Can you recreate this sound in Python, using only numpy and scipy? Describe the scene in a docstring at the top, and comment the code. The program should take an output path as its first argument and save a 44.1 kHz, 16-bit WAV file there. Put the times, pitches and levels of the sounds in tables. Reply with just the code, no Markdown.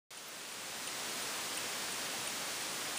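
"""After a brief silence, soft hiss cuts in over a faint low hum, and all swells to full level in about a second.
Over it a flasher relay ticks evenly in a parked car: longer as the lamps light, shorter and thinner as they go out.
Hiss, hum and one brief high fizz are noise filtered by frequency; each tick is a sum of decaying modes,
and a dense tail of reflections from the cabin follows it. A notch and a low-pass shape the treble of all."""
import sys
import numpy as np
from scipy import signal
from scipy.fft import rfft, irfft
from scipy.io import wavfile

SR = 44100
rng = np.random.default_rng(int(sys.argv[2]) if len(sys.argv) > 2 else 0)


def bounce(signal):
    """Save signal as a 16-bit WAV file at the path given by the first command-line argument."""
    frames = np.transpose(np.atleast_2d(signal))
    limited = np.clip(frames, -1, 1)
    pcm = np.round(limited * 32767).astype(np.int16)
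    wavfile.write(sys.argv[1], SR, pcm)


N = 131418
TIME = np.arange(N) / SR   # [s]
HZ = np.maximum(np.arange(N // 2 + 1) * SR / N, 1)   # frequency bins, kept above 0 for the logarithm

# levels are those ahead of the opening swell and the treble filters
HUM_HZ, HUM_WIDTH_HZ, HUM_DB = 58, 4, -80.5   # width: from the centre to half gain
HISS_DB = -38.5   # rms of the mid signal
FIZZ_HZ, FIZZ_WIDTH_HZ, FIZZ_DB = 13600, 1200, -40   # level: rms at the crest
FIZZ_CREST_S, FIZZ_LENGTH_S = .286, .008   # length: from the crest to 1/e
FIRST_CLOSING_S, BLINK_S, LIT_S = .1732, .7, .3498   # blink: whole period; lit: closing to opening
BUILD_S, CHATTER_S = .0006, .0026   # time constant of a mode's build-up; time before its decay starts
CABIN_DB, CABIN_T60_S, CABIN_DELAY_S = -13, .062, .0046   # energy of the tail against the direct tick
START_S = .106   # silence before this
NOTCH_HZ, NOTCH_WIDTH_HZ, NOTCH_CORE_HZ = 12510, 3040, 300   # core: width of the deepest part
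CUTOFF_HZ = 15250


def from_db(db):
    """Amplitude gain from the logarithmic decibel scale."""
    return 10 ** (np.asarray(db) / 20)


def rms_one(x):
    """Normalise mean power: scale to unit rms."""
    return x / np.sqrt(np.mean(x ** 2) + 1e-20)


def gains(points):
    """Spectral envelope: (frequency [Hz], level [dB]) interpolated over log frequency."""
    hz, db = np.transpose(points)
    return from_db(np.interp(np.log(HZ), np.log(hz), db))


def noise(colour):
    """Spectral shaping: white noise weighted by a gain at every frequency."""
    spectrum = rfft(rng.standard_normal(N))
    return irfft(spectrum * colour, N)


def band(hz, width_hz):
    """Resonance-shaped noise: random energy gathered around one frequency, at unit rms."""
    resonance = 1 / (1 + ((HZ - hz) / width_hz) ** 2)
    return rms_one(noise(resonance))


def hum():
    """Narrow-band noise: so small a bandwidth is heard as a faint, wavering low tone."""
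    return from_db(HUM_DB) * band(HUM_HZ, HUM_WIDTH_HZ)


def hiss():
    """Mid-side stereo: smooth broad noise, central but for a little independent width in the bass."""
    # spectrum of the hiss: (frequency [Hz], relative spectral density [dB])
    spectrum_points = [(25, -22), (45, -23), (80, -11), (130, -4), (220, -0.5), (450, 0.67), (1400, 0.64),
                       (4000, -1), (8700, -3.5), (12000, -8), (15000, -7)]
    # stereo width of the hiss: (frequency [Hz], side against mid [dB])
    width_points = [(30, -5), (170, -20.5), (700, -25), (1400, -67.5)]
    colour = rms_one(gains(spectrum_points))
    mid = noise(colour)
    side = noise(colour * gains(width_points))
    return from_db(HISS_DB) * np.array([mid + side, mid - side])


def fizz():
    """Amplitude modulation: a Gaussian pulse lets high band noise fizz up for a moment."""
    pulse = np.exp(-((TIME - FIZZ_CREST_S) / FIZZ_LENGTH_S) ** 2)
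    return from_db(FIZZ_DB) * pulse * band(FIZZ_HZ, FIZZ_WIDTH_HZ)


def ring(start_s, hz, t60):
    """Damped oscillation: a mode builds up while the contact chatters, then decays; once in every blink."""
    age = np.maximum(TIME - start_s, 0) % BLINK_S   # time since the latest strike
    build_up = 1 - np.exp(-age / BUILD_S)
    decay = from_db(-60 * np.clip((age - CHATTER_S) / t60, 0, 2))
    return build_up * decay * np.sin(2 * np.pi * hz * age)


def relay():
    """Modal superposition: closing and opening strike the same modes, in different proportions."""
    # vibration modes of the relay: (frequency [Hz], level on closing [dB], level on opening [dB],
    # delay after the contact moves [s], time to decay by 60 dB [s])
    relay_modes = [(2650, -39.5, -51, .0028, .034), (3030, -39.5, -57, .003, .028),
                   (8920, -31, -33, .0001, 0.0066), (9200, -37, -56, .0029, .005),
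                   (9430, -44, -58, 0.000395, .022)]
    ticks = np.zeros(N)
    for hz, close_db, open_db, delay_s, t60 in relay_modes:
        closing_s = FIRST_CLOSING_S + delay_s
        ticks += from_db(close_db) * ring(closing_s, hz, t60)
        ticks += from_db(open_db) * ring(closing_s + LIT_S, hz, t60)
    return ticks


def cabin(x):
    """Reverberation by convolution: dense reflections that the upholstery soon absorbs."""
    t = TIME[:SR // 4]
    decay = from_db(-60 * t / CABIN_T60_S)
    tail = rng.standard_normal(len(t)) * decay * (t > CABIN_DELAY_S)
    tail /= np.linalg.norm(tail)   # unit energy
    return from_db(CABIN_DB) * signal.fftconvolve(x, tail)[:N]


def scene():
    """Linear superposition: hum, fizz, ticks and reflections lie in the middle of the hiss."""
    ticks = relay()
    return hum() + hiss() + fizz() + ticks + cabin(ticks)


def record(dry):
    """Gain and filtering: the sound swells, a notch hollows the top treble, a low-pass cuts the very top."""
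    # opening swell of everything: (time [s], level [dB])
    swell_points = [(.106, -10), (.37, -7), (.65, -4.5), (.95, -1.5), (1.2, 0), (2.98, -.2)]
    swell = from_db(np.interp(TIME, *np.transpose(swell_points)))
    out = dry * swell * (TIME >= START_S)
    for width_hz in (NOTCH_WIDTH_HZ, NOTCH_CORE_HZ):
        b, a = signal.iirnotch(NOTCH_HZ, NOTCH_HZ / width_hz, fs=SR)
        out = signal.lfilter(b, a, out)
    # order 12, 0.1 dB ripple, 70 dB rejection
    low_pass = signal.ellip(12, .1, 70, CUTOFF_HZ, fs=SR, output="sos")
    return signal.sosfilt(low_pass, out)


dry = scene()
out = record(dry)
bounce(out)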